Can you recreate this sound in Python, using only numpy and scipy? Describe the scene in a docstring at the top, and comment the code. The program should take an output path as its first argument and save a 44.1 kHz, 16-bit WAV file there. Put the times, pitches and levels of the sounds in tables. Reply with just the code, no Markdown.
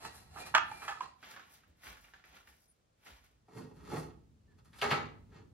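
"""In the doorway of a bare brick house, heard from the yard, scaffolding parts are handled.
A steel part is dragged, clanks and knocks; grit scuffs on the concrete floor; then, deeper in the room,
a platform is shoved along and dropped with a double clatter. Impacts excite modal bodies with an impulse
and dying chatter, friction is a dense train of random slips, squeals are wavering sines, and the open
air is filtered noise; paths of direct sound, first bounces and room tail carry all but the air."""
import sys
import numpy as np
from scipy import signal
from scipy.fft import rfft, irfft, next_fast_len
from scipy.io import wavfile
from scipy.ndimage import uniform_filter1d

SR = 44100
rng = np.random.default_rng(int(sys.argv[2]) if len(sys.argv) > 2 else 0)


def output_pcm(signal):
    """Save a mono or channel-first signal as 16-bit PCM at the path in sys.argv[1].

    Samples are clipped to [-1, 1] before scaling.
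    """
    pcm = np.clip(np.atleast_2d(signal).T, -1, 1) * 32767
    wavfile.write(sys.argv[1], SR, np.round(pcm).astype(np.int16))


N = 243856
TAPS = 16384  # length of an object's impulse response, samples
HZ, TIME = np.fft.rfftfreq(TAPS, 1 / SR), np.arange(N) / SR

# broad spectral colour of the steel part: [f/Hz, level/dB]
STEEL_COLOUR = [(60, -34), (300, -22.5), (520, -23), (850, -4.5), (1300, 0), (1700, -4.5), (2200, -8.5),
                (2600, -11.5), (3200, -12.5), (3800, -21), (4600, -19), (7300, -29.5), (10000, -42.5),
                (16000, -49)]
# vibration modes of the steel part: [f/Hz, width/Hz, level above the colour/dB]
STEEL_PART_MODES = [(648.5, 28, 6.8), (820, 16, 3), (856, 67, 6.2), (860, 20, 1.8), (1200, 27, 11),
                    (1293, 54, 8.9), (1609, 30, 8.2), (1756, 29, 13), (1986, 18, 4.3), (2570, 13, 14),
                    (2790, 26, 3), (3320, 89, 5.9), (7040, 470, 6.5)]
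# colour of fine gritty hiss: [f/Hz, level/dB]
HISS_COLOUR = [(2000, -25.5), (5000, 0), (7500, -4.5), (11000, 0.5), (15500, -12.5), (17000, -19.5)]
HISS_LINGER = 0.85  # fall time of gritty hiss as a multiple of the push's own


def amp(db):
    """Level to gain: twenty decibels are a factor of ten in amplitude."""
    return 10 ** (np.asarray(db) / 20)


def evened(x):
    """Normalisation to unit root mean square."""
    return x / np.sqrt(np.mean(x ** 2) + 1e-20)


def packed(sound):
    """Energy normalisation: rms 1 if all the energy were packed into 10 ms."""
    return sound / np.linalg.norm(sound) * np.sqrt(SR / 100)


def read(points, hz):
    """Linear interpolation of a spectrum on a logarithmic frequency axis."""
    f, value = np.transpose(points)
    return np.interp(np.log(hz + 1), np.log(f + 1), value)


def add(mix, s, sound):
    """Superposition: lays a sound into the mix at time s."""
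    part = mix[max(round(s * SR), 0):][:len(sound)]
    part += sound[:len(part)]


def causal(gain):
    """Minimum phase: folding the cepstrum gives the causal impulse response with this gain."""
    cepstrum = irfft(np.log(gain))
    cepstrum[..., 1:TAPS // 2] *= 2
    cepstrum[..., TAPS // 2 + 1:] = 0
    return irfft(np.exp(rfft(cepstrum)))


def body(colour, modes=(), tilt_db=0):
    """Modal resonance: Lorentzian peaks stand out of a broad colour, tilted in dB per octave."""
    peaks = 1 + sum(amp(db) ** 2 / (1 + (2 * (HZ - hz) / width) ** 2) for hz, width, db in modes)
    octaves = np.log2(np.clip(HZ, 250, 8000) / 1000)
    return causal(amp(read(colour, HZ) + tilt_db * octaves) * np.sqrt(peaks))


def blow(response, db, chatter, contact=0.32):
    """Impact excitation: one contact impulse and a decaying noise of smaller ones drive a body."""
    t = np.arange(SR // 10) / SR
    force = rng.standard_normal(len(t)) * np.exp(-t / max(chatter, 1e-5)) * (1 - np.exp(-t / 0.001)) * 0.16
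    force[0] = contact
    sound = signal.fftconvolve(force, response)
    return amp(db) * packed(sound)


def ring(colour, modes, rise):
    """Free vibration: each mode decays at a rate set by its width, after a gradual onset."""
    t = TIME[:SR]
    sound = np.zeros(len(t))
    for hz, width, db in modes:
        decay = np.exp(-np.pi * width * t)
        sound += amp(read(colour, hz) + db) * decay * np.sqrt(width) * np.sin(2 * np.pi * hz * t)
    return packed(sound * (1 - np.exp(-t / rise)))


def rub(response, per_s, spread_db):
    """Friction noise: a dense random train of unequal slips drives a body, rms 1."""
    size = amp(spread_db * np.minimum(rng.exponential(1, N), 4))
    slips = size * rng.choice([-1., 1.], N) * (rng.random(N) < per_s / SR)
    return evened(signal.oaconvolve(slips, response)[:N])


def stroke(peak, rise, fall):
    """Exponential envelope of one push: 20 dB up in each rise time, 20 dB down in each fall time."""
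    before = (peak - TIME) / max(rise, 0.005)
    after = (TIME - peak) / max(fall, 0.005)
    return 10 ** -np.maximum(before, after).clip(0, 10)


def strokes(rows, lingers):
    """Power addition of pushes: a gain curve per friction layer; lingers stretch each layer's fall."""
    curves = []
    for k, linger in enumerate(lingers):
        power = sum((amp(dbs[k]) * stroke(peak, rise, fall * linger)) ** 2
                    for peak, rise, fall, *dbs in rows)
        curves.append(np.sqrt(power))
    return curves


def pair(two):
    """Interchannel coherence: mixing two unrelated signals makes a microphone pair, most alike in the bass."""
    # correlation of diffuse sound at the microphones: [f/Hz, coherence]
    likeness = [(80, 0.89), (350, 0.6), (900, -0.55), (2000, 0.19), (4500, 0.18), (12000, -0.63)]
    size = two.shape[1]
    a, b = rfft(two)
    same = np.clip(read(likeness, np.fft.rfftfreq(size, 1 / SR)), -1, 1)
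    mid, side = a * np.sqrt((1 + same) / 2), b * np.sqrt((1 - same) / 2)
    return irfft([mid + side, mid - side], size)


def reflections(shrink, onset):
    """Diffuse reverberation: noise decays by frequency band; shrink scales every decay time."""
    # reverberation time of the brick room at shrink 1: [f/Hz, t60/s]
    decay_times = [(100, 0.86), (400, .52), (1500, 0.39), (4000, 0.39), (12000, 0.061)]
    hz, t, z = signal.stft(pair(rng.standard_normal((2, SR))), SR, nperseg=256)
    decay = amp(-60 * t / (shrink * read(decay_times, hz)[:, None]))
    tail = signal.istft(z * decay, SR, nperseg=256)[1]
    tail = tail * (1 - np.exp(-np.arange(tail.shape[1]) / SR / onset))
    power = abs(rfft(tail, TAPS * 4)[:, 1000:4000]) ** 2  # about 0.7 to 2.7 kHz
    return tail / np.sqrt(power.mean())


def place(x, direct_db, early_db, late_db, right, lag_ms):
    """Room acoustics: direct sound, first bounces and tail, with level and time differences in stereo."""
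    # left minus right level at right = 1: [f/Hz, level/dB]
    doorway = [(100, -3), (400, -6), (700, -4), (1200, -6), (1900, -0.5), (4500, 2)]
    early = amp(early_db) * reflections(shrink=0.15, onset=0.003)
    paths = early + amp(late_db) * reflections(shrink=1, onset=0.0085)
    paths[:, 0] += amp(direct_db)
    # the many paths smear the sound in time but leave its colour even
    power = uniform_filter1d(abs(rfft(paths, TAPS)) ** 2, size=19, axis=1)
    total = amp(direct_db) ** 2 + amp(early_db) ** 2 + amp(late_db) ** 2
    paths = signal.fftconvolve(paths, causal(np.sqrt(total / (power + 1e-9))), axes=1)
    size = next_fast_len(N + 2 * SR, True)
    hz = np.fft.rfftfreq(size, 1 / SR)
    # half of each difference goes to either channel; the left lags
    lean = amp(right * read(doorway, hz) / 2) * np.exp(-1j * np.pi * hz * lag_ms / 1000)
    return irfft(rfft(x, size) * rfft(paths, size) * np.array([lean, 1 / lean]), size)[:, :N]


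def air():
    """Broadband noise filtering: quiet outdoor air over a soft low rumble that swells and ebbs."""
    # colour of the outdoor air: [f/Hz, level/dB]
    air_colour = [(15, -42), (27, -18.5), (42, 0), (65, -5.5), (130, -3), (250, -10), (380, -13),
                  (500, -10.5), (900, -15.5), (2000, -22.5), (7300, -26.5), (16000, -38.5)]
    # relative level of the low rumble: [t/s, level/dB]
    low_level = [(0.0, -68), (0.68, -62), (1.02, -78), (2.39, -80.5), (2.71, -91), (3.62, -73.5),
                 (3.88, -56), (4.42, -69.5), (4.77, -65.5), (5.02, -58.5), (5.53, -64.5)]

    def wash(colour):
        """Spectral shaping of a noise pair, rms 1."""
        noise = pair(rng.standard_normal((2, N)))
        return evened(signal.fftconvolve(noise, body(colour)[None], axes=1)[:, :N])

    # [f/Hz, level/dB]
    low = wash([(15, -38.0), (25, -22.5), (40, -14.5), (62, -3.0), (110, -7.0), (250, -17), (1000, -54.0)])
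    swell = amp(np.interp(TIME, *np.transpose(low_level)))
    return amp(-76) * wash(air_colour) + amp(3.5) * swell * low


def steel_slide():
    """Sliding friction: the steel part scrapes over concrete and sings in its modes."""
    # drags: [peak t/s, 20 dB rise/s, 20 dB fall/s, relative scrape level/dB, relative hiss level/dB]
    drags = [(.056, .08, 0.083, -49, -58.5), (.155, .07, 0.19, -61.5, -60), (.41, 0.089, 0.05, -48.5, -56),
             (.468, .03, 0.089, -52.5, -55), (.72, .12, 0.25, -61, -66.5), (.85, .2, 0.086, -56, -59),
             (.89, .05, 0.14, -54.5, -65), (1.025, .06, 0.1, -57, -80)]
    # colour of the scrape: [f/Hz, level/dB]
    scrape_colour = [(50, -11.5), (150, -2), (300, -3.5), (500, -3), (800, -1), (1300, -1.5), (2000, -4.5),
                     (3400, -10), (4500, -6.5), (6000, -13), (8000, -15.5), (16000, -35)]
    # modes of the scrape: [f/Hz, width/Hz, level above the colour/dB]
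    scrape_modes = [(754, 25, 12), (792.6, 20, 12), (895.3, 21, 7), (1305, 9.9, 12), (1910, 14, 9),
                    (2456, 11, 3), (2700, 47, 10), (3375, 22, 8), (4050, 46, 8.7), (4370, 100, 1.7),
                    (7070, 440, 3.1)]
    scrape, hiss = strokes(drags, (1, HISS_LINGER))
    out = amp(5.5) * scrape * rub(body(scrape_colour, scrape_modes), per_s=3000, spread_db=4)
    out += hiss * rub(body(HISS_COLOUR), per_s=10000, spread_db=4.5)
    return place(out, direct_db=-6.5, early_db=-1.5, late_db=-12, right=0.83, lag_ms=0.096)


def bounces(s, db):
    """Inelastic rebound: three weaker contacts (t/s, level/dB) follow a hard blow at shrinking gaps."""
    first_gap_s, gap_ratio, loss_db = 0.018, 0.55, 11.5
    gaps = first_gap_s * gap_ratio ** np.arange(3)
    return [(again, db - loss_db) for again in s + np.cumsum(gaps)]


def steel_blows():
    """Impact and modal decay: the steel part clanks in the doorway, bounces, rattles and rings on."""
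    # blows: [t/s, level/dB, brightness/(dB per octave), chatter decay/s, free ring relative to blow/dB]
    clanks = [(0.047, -44.5, -2, 0.008, -13), (0.3597, -46, -10, 0.0077, -8.5),
              (0.37, -44, -3.5, .012, -10), (0.463, -49, 5, 0.0073, -10.5),
              (0.541, -28, -2.5, 0.0072, -11.5), (0.5484, -15, 1.5, 0.0075, -9.5),
              (0.819, -40.5, -1.5, 0.043, -19), (0.879, -31.5, 1.5, 0.032, -11.5)]
    hard_db = -23  # a blow above this level bounces
    out, ringing = np.zeros((2, N))
    for s, db, tilt_db, chatter, ring_db in clanks:
        add(out, s, blow(body(STEEL_COLOUR, STEEL_PART_MODES, tilt_db), db, chatter))
        add(ringing, s, amp(db + ring_db) * ring(STEEL_COLOUR, STEEL_PART_MODES, rise=0.0011))
        if db > hard_db:
            for again, again_db in bounces(s, db):
                response = body(STEEL_COLOUR, STEEL_PART_MODES, tilt_db=-0.25)
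                add(out, again, blow(response, again_db, chatter=0.002))
    return (place(out, direct_db=-2.5, early_db=-7.5, late_db=-11.0, right=1.15, lag_ms=0.09)
            + place(ringing, direct_db=0, early_db=-17, late_db=-15, right=1.4, lag_ms=0.14))


def squeals():
    """Stick-slip oscillation: sliding metal catches and sings briefly on one wavering pitch."""
    # squeals: [t/s, length/s, level/dB, starting f/Hz, closing f/Hz], centres of the waver and flutter
    squeal_notes = [(0.384, .11, -52, 2394, 2416), (0.683, 0.24, -54.5, 2370, 2380),
                    (2.672, 0.06, -66.5, 9630, 9700), (3.739, 0.23, -69, 1274, 1263),
                    (4.467, 0.087, -76.5, 1800, 1670)]
    out = np.zeros(N)
    for s, length, db, start_hz, end_hz in squeal_notes:
        size = int(length * SR)
        waver, flutter = (evened(uniform_filter1d(noise, size=300))[:size]
                          for noise in rng.standard_normal((2, N)))
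        hz = np.linspace(start_hz, end_hz, size) * (1 + 0.009 * waver)
        swell = amp(db + 2.5 * flutter) * signal.windows.tukey(size, 0.5)
        add(out, s, swell * np.sin(2 * np.pi * np.cumsum(hz) / SR))
    return place(out, direct_db=-2.5, early_db=-10.5, late_db=-8.5, right=0.55, lag_ms=0.073)


def tube_knocks():
    """Damped resonance: the open end of a tube gives a short hollow note over a fainter tap."""
    # knocks: [t/s, level/dB, f/Hz, t60/s]
    knocks = [(.715, -39, 864, 0.036), (.883, -36, 810, 0.13), (0.97, -50, 1290, 0.07),
              (1.007, -31.5, 1010, 0.028), (1.032, -45, 1033, 0.052), (1.055, -48.5, 1066, 0.062)]
    out = np.zeros(N)
    for s, db, hz, t60 in knocks:
        width = np.log(1000) / np.pi / t60  # bandwidth in Hz that decays 60 dB in t60
        add(out, s, amp(db) * ring(STEEL_COLOUR, [(hz, width, 0)], rise=0.004))
        tap = body(STEEL_COLOUR, STEEL_PART_MODES, tilt_db=3.0)
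        add(out, s, blow(tap, db - 9.0, chatter=0.0048))
    return place(out, direct_db=-3.5, early_db=-7.5, late_db=-14, right=1.0, lag_ms=0.08)


def grit():
    """Granular friction: scuffs are dense trains of slips, with single stones snapping as impacts."""
    # scuffs: [peak t/s, 20 dB rise/s, 20 dB fall/s, relative crunch level/dB, relative hiss level/dB]
    scuffs = [(1.238, 0.045, 0.39, -55.5, -77), (1.315, 0.11, 0.14, -57, -68), (1.38, .08, .1, -70, -88),
              (1.54, .1, 0.11, -67, -69.5), (1.84, 0.029, .1, -56.5, -67), (1.885, 0.076, 0.13, -51.5, -63),
              (2.04, 0.14, 0.19, -66.5, -75.5), (2.143, .012, 0.14, -61.5, -84),
              (2.247, 0.014, .25, -67.5, -79.5), (2.367, 0.13, 0.13, -58.5, -75.5),
              (2.485, .06, .2, -67, -75), (2.63, .15, 0.16, -98, -80), (3.07, 0.06, 0.2, -56, -71),
              (3.25, 0.077, 0.11, -72, -80)]
    # colour of crunching grit: [f/Hz, level/dB]
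    crunch_colour = [(60, -19.5), (230, -5.5), (450, -6.5), (850, -2.5), (1400, -1), (2200, -3),
                     (3300, -5.5), (5200, -13), (7000, -15), (16000, -79)]
    # stones snapping underfoot: [t/s, level/dB, f/Hz]
    stones = [(1.229, -52.5, 1600), (1.339, -53.5, 1660), (1.364, -48.5, 1526), (1.373, -52.5, 1310),
              (1.396, -52, 1330), (1.636, -64.5, 1590), (1.835, -55, 1920), (1.869, -48, 2100),
              (1.971, -57.5, 1480), (2.044, -58.5, 2480), (2.084, -62.5, 1580), (2.137, -52.5, 1667),
              (2.240, -56.5, 2100), (2.474, -57.5, 1870), (3.063, -55, 2200)]
    crumble_s = 0.0041  # decay of each stone's chatter
    crunch, hiss = strokes(scuffs, (1, HISS_LINGER))
    out = amp(-2) * crunch * rub(body(crunch_colour), per_s=900, spread_db=2.0)
    out += amp(4.5) * hiss * rub(body(HISS_COLOUR), per_s=2300, spread_db=4.0)
    snaps = np.zeros(N)
    for s, db, hz in stones:
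        add(snaps, s, blow(body(crunch_colour, [(hz, 500, 11)]), db, crumble_s, contact=1.0))
    return (place(out, direct_db=-6.5, early_db=2.5, late_db=-26, right=0.44, lag_ms=0.064)
            + place(snaps, direct_db=-5.0, early_db=-2.5, late_db=-7.0, right=1.0, lag_ms=0.055))


def footfalls():
    """Soft impact: boots press on the slab with a dull, bass-heavy thud."""
    # footfalls: [t/s, level/dB]
    steps = [(1.675, -59), (1.861, -51.5), (2.272, -62), (2.471, -62.5), (3.088, -54.5), (3.305, -71)]
    # colour of the thud: [f/Hz, level/dB]
    thud_colour = [(20, -51), (45, -1), (70, 3), (110, -17), (230, -14), (500, -22), (2000, -44)]
    out = np.zeros(N)
    for s, db in steps:
        add(out, s, blow(body(thud_colour), db, chatter=0.022))
    return place(out, direct_db=-7, early_db=-0.5, late_db=-2, right=0.23, lag_ms=0.061)


def platform_shove():
    """Friction and impact: the shoved platform rumbles, bumps, rasps in its modes and hisses on grit."""
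    # shoves and skids: [peak t/s, 20 dB rise/s, 20 dB fall/s before lingering,
    # relative rumble level/dB, relative rasp level/dB, relative hiss level/dB]
    shoves = [(3.487, .012, .12, -69, -69.5, -95), (3.58, 0.072, 0.14, -43, -54.5, -69.5),
              (3.77, 0.072, 0.13, -68, -71, -83), (3.94, 0.12, 0.094, -41.5, -47, -65),
              (3.985, 0.06, .11, -47, -49.5, -61), (4.51, .12, .15, -71, -80, -100),
              (4.585, .02, 0.055, -70.5, -70, -88), (4.652, 0.017, 0.062, -73, -63.5, -77.5),
              (4.79, 0.081, 0.06, -71, -58.5, -68.5), (4.821, 0.01, .11, -48.5, -35, -55.5),
              (4.918, 0.042, .11, -38.5, -36, -59.5), (5.35, 0.082, 0.13, -54.5, -63, -88)]
    # colour of the rumble: [f/Hz, level/dB]
    rumble_colour = [(30, -48), (65, -14), (110, 2), (160, 6.5), (200, -2.5), (250, 1.5), (320, -3.5),
                     (420, 3), (560, -16), (900, -12), (2000, -43), (8000, -76)]
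    # colour of the rasp on the floor: [f/Hz, level/dB]
    rasp_colour = [(100, -11.5), (500, -0.5), (900, 4), (1300, 2), (2000, -8), (3200, -9.5), (5000, -13),
                   (7000, -14), (16000, -76)]
    # modes of the rasp: [f/Hz, width/Hz, level above the colour/dB]
    rasp_modes = [(868, 12, 6.3), (1290, 16.4, 9.8), (1877, 42, 11.7), (2140, 10, 15), (2670, 41, 10),
                  (3410, 44, 8.1), (4417, 180, 9.5), (5000, 46, 1.6), (6470, 75, 4.8)]
    # bumps over the floor: [t/s, level/dB, chatter decay/s]
    floor_bumps = [(3.482, -58, 0.025), (3.575, -55, 0.018), (3.918, -40.5, 0.013), (3.932, -37, 0.015),
                   (3.967, -41.5, 0.013)]
    # colour of the bumps: [f/Hz, level/dB]
    bump_colour = [(40, -38), (100, -15), (200, -8), (420, 5), (560, -6), (850, 0), (1050, -10), (1250, -1),
                   (1500, -21), (2200, -16.5), (3000, -37), (5000, -31), (16000, -51)]
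    # low modes, damped by the floor: [f/Hz, width/Hz, level above the colour/dB]
    bump_modes = [(107, 14, 3), (155, 9.5, 14.5), (254, 10, -2), (337, 22.6, -1), (404, 20, 0)]
    rumble_linger = 1.65  # fall time as a multiple of the push's own
    rumble, rasp, hiss = strokes(shoves, (rumble_linger, 1, HISS_LINGER))
    out = amp(-2) * rumble * rub(body(rumble_colour), per_s=400, spread_db=4)
    out += amp(0.5) * rasp * rub(body(rasp_colour, rasp_modes), per_s=700, spread_db=4.0)
    out += amp(5.5) * hiss * rub(body(HISS_COLOUR), per_s=2500, spread_db=0.0)
    bumps = np.zeros(N)
    for s, db, chatter in floor_bumps:
        add(bumps, s, blow(body(bump_colour, bump_modes), db, chatter))
    return (place(out, direct_db=-7.0, early_db=0.0, late_db=-12, right=0.45, lag_ms=0.025)
            + place(bumps, direct_db=-1.0, early_db=-4.5, late_db=-1.5, right=0.44, lag_ms=0.026))


def platform_blows():
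    """Impact and modal decay: the platform lands end by end and rings on; its hooks add a bright edge."""
    # blows: [t/s, level/dB, brightness/(dB per octave), chatter decay/s, free ring relative to blow/dB]
    drops = [(4.73, -57, 3, 0.027, -15.5), (4.786, -51.5, 9, 0.028, -21), (4.822, -30.5, -3, 0.0084, -8),
             (4.842, -32.5, -3.5, 0.011, -1), (4.877, -39, -9, 0.019, 1.5), (4.912, -25.5, 0.5, 0.012, -8),
             (4.932, -33.5, -4, 0.0066, -26), (4.975, -38.5, -3.5, 0.0034, -6),
             (5.319, -59.5, -2, .03, -19), (5.388, -66.5, 0, 0.0039, -17)]
    # broad colour of the platform: [f/Hz, level/dB]
    deck_colour = [(30, -37), (70, -22), (110, -2.5), (190, -19), (400, 5.5), (620, 0), (850, 2),
                   (1050, -0.5), (1300, 4), (2200, 0.5), (3200, -5.5), (4700, -10.5), (6500, -27),
                   (10000, -33.5), (16000, -44)]
    # modes of the platform: [f/Hz, width/Hz, level above the colour/dB]
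    deck_modes = [(103.3, 1.67, 11.5), (147, 8.1, 7.65), (241.3, 3.8, 18), (421.6, 8.6, 7.7),
                  (863, 6.9, 7.9), (813, 9, 16.7), (903, 32, 8.7), (1160, 9.3, 7.3), (1234, 15, 9.8),
                  (1316, 14, 9.6), (1590, 33, 7.1), (1730, 20, 6.2), (1925, 25, 2.7), (2003, 5.6, 4.3),
                  (2230, 32, 7.7), (2720, 41, 3.7)]
    # strikes of its steel hooks: [t/s, level/dB, chatter decay/s]
    hook_strikes = [(4.8144, -31.5, 0.0072), (4.905, -31, 0.017)]
    # bright colour of the hooks: [f/Hz, level/dB]
    hook_colour = [(100, -30), (800, -9), (1800, -5), (2800, 2), (3700, -6), (4700, -5.5), (5600, -23),
                   (8000, -28), (16000, -37)]
    out, ringing, hooks = np.zeros((3, N))
    for s, db, tilt_db, chatter, ring_db in drops:
        add(out, s, blow(body(deck_colour, deck_modes, tilt_db), db, chatter))
        add(ringing, s, amp(db + ring_db) * ring(deck_colour, deck_modes, rise=0.0098))
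    for s, db, chatter in hook_strikes:
        add(hooks, s, blow(body(hook_colour), db, chatter))
    return (place(out, direct_db=-3.5, early_db=-1, late_db=-3, right=0.072, lag_ms=0.0055)
            + place(ringing, direct_db=0.0, early_db=-1.5, late_db=-16, right=0.21, lag_ms=0.0062)
            + place(hooks, direct_db=-7.0, early_db=-2.5, late_db=-12, right=0.1, lag_ms=0.0069))


def scene():
    """Linear superposition of all sources."""
    steel = steel_slide() + steel_blows() + squeals() + tube_knocks()
    floor = grit() + footfalls()
    platform = platform_shove() + platform_blows()
    return air() + steel + floor + platform


def record(dry):
    """Band limiting: the microphones' bass roll-off at 38 Hz, then a steep low-pass at 15.9 kHz."""
    heard = signal.sosfilt(signal.butter(2, 38, "highpass", fs=SR, output="sos"), dry)
    low_pass = signal.firwin(511, 15900, window=("kaiser", 9), fs=SR)
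    return signal.oaconvolve(heard, low_pass[None], "same")


dry = scene()
out = record(dry)
output_pcm(out)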